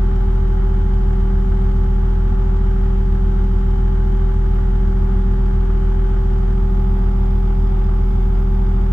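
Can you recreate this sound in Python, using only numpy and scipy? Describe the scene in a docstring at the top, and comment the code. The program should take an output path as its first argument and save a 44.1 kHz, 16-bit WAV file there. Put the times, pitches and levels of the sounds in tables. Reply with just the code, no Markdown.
"""A six-cylinder diesel idles steadily, heard from inside the cab of a crawler machine standing in snow.
From the start its firing booms over combustion rumble, block noise, clatter and injector ticks; the fan
drones, a gear whines, pulleys sing faintly and a second engine outside beats against the hum.
At 6.3 s the microphone turns through the cab's standing waves: the whine swells and moves right,
thin metal rings and the ticks come forward. The idle runs on in this new colour to the end."""
import sys
import numpy as np
from scipy.fft import rfft, irfft, next_fast_len
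from scipy.io import wavfile
from scipy.ndimage import map_coordinates

SR = 44100
rng = np.random.default_rng(int(sys.argv[2]) if len(sys.argv) > 2 else 0)


def generate_wav(signal):
    """Clip the signal to [-1, 1] and save it as 16-bit WAV at the path in sys.argv[1]."""
    frames = np.transpose(np.atleast_2d(signal))
    scaled = np.clip(frames, -1, 1) * 32767
    pcm = np.round(scaled).astype(np.int16)
    wavfile.write(sys.argv[1], SR, pcm)


N = 393372
T = np.arange(N) / SR
FIRING_HZ, FIRING_START = 41.137, .4335  # idle rate; share of a firing interval gone at the start
TURN_START_S, TURN_S = 6.3, 0.59  # the microphone's one turn


def amp(db):
    """Decibels to gain."""
    return 10 ** (np.asarray(db) / 20)


def along(table, hz):
    """Each column of a spectrum table at hz, on a log frequency axis."""
    freq_hz, *columns = np.transpose(table)
    return np.array([np.interp(np.log(hz + 1), np.log(freq_hz + 1), column) for column in columns])


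def wobble(rate):
    """A smooth random curve, rate knots a second."""
    return map_coordinates(rng.standard_normal(int(N * rate / SR) + 4), [T * rate], mode="nearest")


def swing(period_s, crest_s):
    """A slow, even swing between -1 and 1."""
    return np.cos(2 * np.pi * (T - crest_s) / period_s)


def filtered(x, response):
    """x through a frequency response, its ends mirrored smoothly."""
    x = np.pad(x, ((0, 0), (SR, SR)), mode="reflect", reflect_type="odd")
    size = next_fast_len(x.shape[1])
    return irfft(rfft(x, size) * response(np.fft.rfftfreq(size, 1 / SR)), size)[:, SR:SR + N]


def coloured(white, spectrum):
    """White noise of rms 1 shaped to a spectrum in dB per Hz."""
    gain = amp(along(spectrum, np.fft.rfftfreq(N, 1 / SR)))
    return irfft(rfft(white) * gain, N) * np.sqrt(SR / 2)


def tone(cycles, left_db, right_db, lead_rad, waver_db, drift_rad):
    """A wavering tone that standing waves bring to each side with its own level and phase."""
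    angle = 2 * np.pi * (cycles + rng.random()) + drift_rad * wobble(5)
    left = amp(left_db) * np.cos(angle + lead_rad / 2)
    right = amp(right_db) * np.cos(angle - lead_rad / 2)
    return np.sqrt(2) * amp(waver_db * wobble(2.4)) * np.array([left, right])


# Accent of each cylinder's knock, in firing order: level_db
CYLINDER_ACCENTS = [-1, -0.16, -0.17, 0.92, 0.89, 0.31]
def bursts(firing, delay, decay, steady, scatter_db):
    """Envelope of rms 1: one burst per firing over a steady bed; delay and decay in firing intervals."""
    stroke, age = np.divmod(firing - delay + len(CYLINDER_ACCENTS), 1)
    stroke = stroke.astype(int)
    scatter = scatter_db * rng.standard_normal(stroke.max() + 1)[stroke]
    accent = amp(np.take(CYLINDER_ACCENTS, stroke, mode="wrap") + scatter)
    envelope = np.hypot(steady, accent * age / decay * np.exp(1 - age / decay))
    return envelope / np.sqrt(np.mean(envelope ** 2))


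# How much later the engine reaches the left side: freq_hz, lag_s
LEFT_LAG = [(40, .00024), (100, .00017), (200, .00004), (350, 0.00057), (520, 0.00096), (1000, 0.00071),
            (3000, .0006)]
def lagged(x):
    """Sound reaches the right side just ahead of the left."""
    return filtered(np.atleast_2d(x),
                    lambda hz: np.exp(1j * np.pi * hz * along(LEFT_LAG, hz) * [[-1], [1]]))


# Change of colour once the microphone has turned: freq_hz, gain_db
TURNED_EQ = [(500, -0.5), (780, 1), (1250, -.5), (1700, -3.5), (2250, 1), (2750, 0), (3400, -0.5),
             (4200, -1), (5800, -1.5), (7500, -0.5)]
def cab(x, turn, ripple_db=2.0, spacing_hz=55):
    """Glass and steel walls ripple the treble differently on each side; the turn shifts the colour."""
    def ripple(hz):
        knots = rng.standard_normal((2, N // 100))
        field = np.array([map_coordinates(side, [hz / spacing_hz], mode="nearest") for side in knots])
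        return amp(ripple_db * field * hz / (hz + 1500))
    x = filtered(x, ripple)
    turned = filtered(x, lambda hz: amp(along(TURNED_EQ, hz)))
    return (1 - turn) * x + turn * turned


def second_engine(firing_hz=74.9):
    """The firing hum of a diesel outside, beating against the octave of the near one."""
    level_db = -32.5 + 0.91 * wobble(2.2)
    return np.sqrt(2) * amp(level_db) * np.cos(2 * np.pi * firing_hz * T + 0.051 * wobble(8.2))


# Faint tones of belt-driven parts: pitch_hz, left_db, right_db
PULLEY_TONES = [(236.7, -51, -56.5), (301.7, -58.5, -58.5), (401.5, -58, -55), (815, -54.5, -66.5),
                (812, -56.5, -63.5), (915, -57.5, -66), (969, -60.5, -55.5), (1038, -64.5, -63),
                (1153.5, -62.5, -62)]
def pulleys(firing):
    """Pulleys sing faintly, following the engine's speed."""
    engine_s = firing / FIRING_HZ
    return sum(tone(pitch_hz * engine_s, left_db, right_db, lead_rad=0.75, waver_db=0.9, drift_rad=0.33)
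               for pitch_hz, left_db, right_db in PULLEY_TONES)


# Injector sizzle before its lift: freq_hz, left_db_per_hz, right_db_per_hz
TICK_SPECTRUM = [(3000, -125, -125), (8900, -120, -122), (12300, -108, -116), (14200, -106, -116),
                 (14750, -98, -111), (15200, -104, -118), (15700, -111, -130)]
def injectors(firing, turn):
    """A fine tick between ignitions over a thin hiss, clearer once the microphone has turned."""
    ticks = bursts(firing, delay=0.56, decay=.05, steady=0.3, scatter_db=1.4)
    lift_db = 1.5 + 3.4 * turn
    return coloured(rng.standard_normal((2, N)) * ticks, TICK_SPECTRUM) * amp(lift_db)


# Combustion rasp, then thin metal ring: freq_hz, left_db_per_hz, right_db_per_hz
RASP_SPECTRUM = [(900, -100, -100), (2200, -89.5, -92), (3350, -91.5, -90.5), (4280, -99.5, -98),
                 (4930, -94, -95), (5750, -100, -97.5), (6960, -106, -96), (8030, -111, -100),
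                 (8900, -109, -108), (9900, -105, -106), (11200, -108, -111), (15500, -110, -114)]
RING_SPECTRUM = [(2800, -120, -120), (3480, -90.5, -90), (4230, -115, -115), (4800, -92, -94),
                 (5050, -97.5, -92), (5600, -120, -120)]
def clatter(firing, turn):
    """Each ignition gives a short rasp and sets thin metal ringing; the ring fades in with the turn."""
    knocks = bursts(firing, delay=-.12, decay=.14, steady=0.97, scatter_db=1.8)
    ringing = bursts(firing, delay=-.12, decay=.14, steady=0.37, scatter_db=2.0)
    rasp = coloured(rng.standard_normal((2, N)) * knocks, RASP_SPECTRUM)
    ring = coloured(rng.standard_normal((2, N)) * ringing, RING_SPECTRUM)
    return rasp + turn * ring


# Placement of the whine before and after the turn: left_db, right_db, left_lead_rad
WHINE_PLACEMENT = [(-42.5, -44.5, -1.1), (-57, -40, -.1)]
def timing_gear(firing, turn, teeth=62):
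    """Meshing teeth whine; the whine sways between the sides, then swells and moves right with the turn."""
    mesh = firing * teeth / 3  # three firings a revolution
    before, after = WHINE_PLACEMENT
    left_db, right_db, lead_rad = np.outer(before, 1 - turn) + np.outer(after, turn)
    sway_db = swing(period_s=2.0, crest_s=0) * (1 - turn)
    whine = tone(mesh, left_db + sway_db, right_db - sway_db, lead_rad, waver_db=0.4, drift_rad=0.06)
    # the turn ends on a crest of the whine's standing wave
    crest_db = 2.5 * np.exp(-((T - TURN_START_S - TURN_S) / .2) ** 2)
    return amp(crest_db) * whine


# Fan drone: blade_harmonic, left_db, right_db, left_lead_rad, turned_gain_db
FAN_TONES = [(1, -30.5, -29.5, 0.11, 0), (2, -32.5, -32, 1.28, -1.2), (3, -53, -55.5, 2.74, -2.5),
             (4, -43.5, -45.5, 3, 0), (8, -67.5, -57, 2.2, -1.5), (10, -65, -73.5, 3.5, -3),
             (12, -77.5, -70, 2.5, -2.5), (14, -73.5, -68, 2.5, -3.5), (16, -64, -64.5, 1.1, -5.5),
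             (20, -71, -68, 2.3, -5), (21, -78.5, -78, 2.3, -2), (22, -79, -80, 5.5, -2.5),
             (24, -84.5, -80, 2.5, -1)]
def fan(firing, turn, blades_per_firing=4.68025):
    """Blade tones, each with its own standing wave: the lowest beats slowly, the high ones waver more."""
    drone = np.zeros((2, N))
    beat_db = 2 * swing(period_s=1.899, crest_s=1.378)
    for harmonic, left_db, right_db, lead_rad, turned_gain_db in FAN_TONES:
        height = harmonic / len(FAN_TONES)
        partial = tone(harmonic * blades_per_firing * firing, left_db, right_db, lead_rad,
                       waver_db=0.36 + .6 * height, drift_rad=0.3 * height)
        drone += partial * amp(turned_gain_db * turn + beat_db * (harmonic == 1))
    return drone


# Engine noise through the cab walls: freq_hz, left_db_per_hz, right_db_per_hz
BLOCK_SPECTRUM = [(199, -86.5, -89), (356, -60.5, -64), (480, -67.5, -71.5), (670, -66, -68.5),
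                  (797, -63, -65.5), (1068, -74.5, -76), (1154, -69.5, -67), (1416, -75, -71.5),
                  (1990, -81, -81), (2170, -79.5, -84), (2310, -86, -86), (3240, -91, -93),
                  (4200, -101, -101), (9000, -125, -125)]
# How much of it loops with the engine cycle: freq_hz, power_share
LOOP_SHARE = [(200, 0.56), (900, .5), (1500, 0.23), (3000, 0.061)]
# How alike its two sides are: freq_hz, coherence
STEREO_LIKENESS = [(250, 0.53), (560, 0.83), (1200, 0.44), (1900, 0.44), (3100, 0.34), (5000, .1)]
def engine_block(firing):
    """Noise of the block: part repeats with every engine cycle, part is new; it swells at each firing."""
    cylinders = len(CYLINDER_ACCENTS)
    cycle_samples = round(cylinders * N / (firing[-1] - firing[0]))
    position = firing / cylinders % 1 * cycle_samples
    looped = np.array([map_coordinates(cycle, [position], mode="grid-wrap")
                       for cycle in rng.standard_normal((2, cycle_samples))])
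    fresh = rng.standard_normal((2, N))
    hz = np.fft.rfftfreq(N, 1 / SR)
    share = np.clip(along(LOOP_SHARE, hz), 0, 1)
    mid, side = np.sqrt(share) * rfft(looped) + np.sqrt(1 - share) * rfft(fresh)
    width_rad = np.arccos(np.clip(along(STEREO_LIKENESS, hz)[0], -1, 1)) / 2
    mid, side = mid * np.cos(width_rad), side * np.sin(width_rad)
    stereo = irfft(np.array([mid + side, mid - side]), N)
    swell = bursts(firing, delay=-0.13, decay=0.18, steady=1.2, scatter_db=2.0)
    flutter_db = 0.37 * wobble(3) + 0.57 * wobble(12)
    return coloured(stereo * swell, BLOCK_SPECTRUM) * amp(flutter_db)


# Low bed of combustion rumble: freq_hz, level_db_per_hz
RUMBLE_SPECTRUM = [(8, -68.5), (22, -53.5), (30, -58.5), (50, -52.5), (90, -49.5), (125, -56.5),
                   (150, -61.5), (200, -58.5), (240, -61), (285, -70.5), (375, -66.5), (440, -80),
                   (600, -95), (1200, -130)]
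def rumble():
    """Low turbulence of exhaust and panels, in mono."""
    return coloured(rng.standard_normal((1, N)), RUMBLE_SPECTRUM)


# Cab boom, as harmonics of the two-revolution engine cycle: harmonic, level_db
BOOM_HARMONICS = [(3, -45.5), (5, -45), (6, -14.5), (7, -42), (8, -39.5), (10, -40.5), (12, -25.5),
                  (14, -45), (16, -36), (18, -30), (22, -46), (24, -44.5), (25, -41.5), (26, -40),
                  (30, -47.5), (32, -47), (34, -47), (44, -57.5), (45, -58), (50, -58.5), (51, -52.5),
                  (54, -48), (69, -53.5)]
def firing_boom(firing, waver_db=.5):
    """Firing makes a steady pressure pulse; uneven cylinders add wavering harmonics around it."""
    boom = np.zeros(N)
    for harmonic, level_db in BOOM_HARMONICS:
        angle = 2 * np.pi * harmonic * firing / len(CYLINDER_ACCENTS)
        if harmonic in (6, 12):  # the firing rate and its octave
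            boom += amp(level_db) * np.cos(angle)
        else:
            boom += amp(level_db + waver_db * wobble(1.7)) * np.cos(angle + 2 * np.pi * rng.random())
    return np.sqrt(2) * boom


def scene():
    """One count of firings clocks the near engine; one turn of the microphone shifts the colours."""
    hunt = 0.0053 * wobble(2)  # the governor lets the engine run slightly ahead and behind
    firing = FIRING_START + FIRING_HZ * T + hunt
    turn = np.clip((T - TURN_START_S) / TURN_S, 0, 1)
    hum = lagged(firing_boom(firing) + second_engine() + rumble())
    noise = lagged(engine_block(firing)) + clatter(firing, turn) + injectors(firing, turn)
    return hum + cab(noise, turn) + fan(firing, turn) + timing_gear(firing, turn) + pulleys(firing)


def record(dry):
    """A brick-wall low-pass at 15760 Hz."""
    return filtered(dry, lambda hz: hz < 15760)


dry = scene()
out = record(dry)
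generate_wav(out)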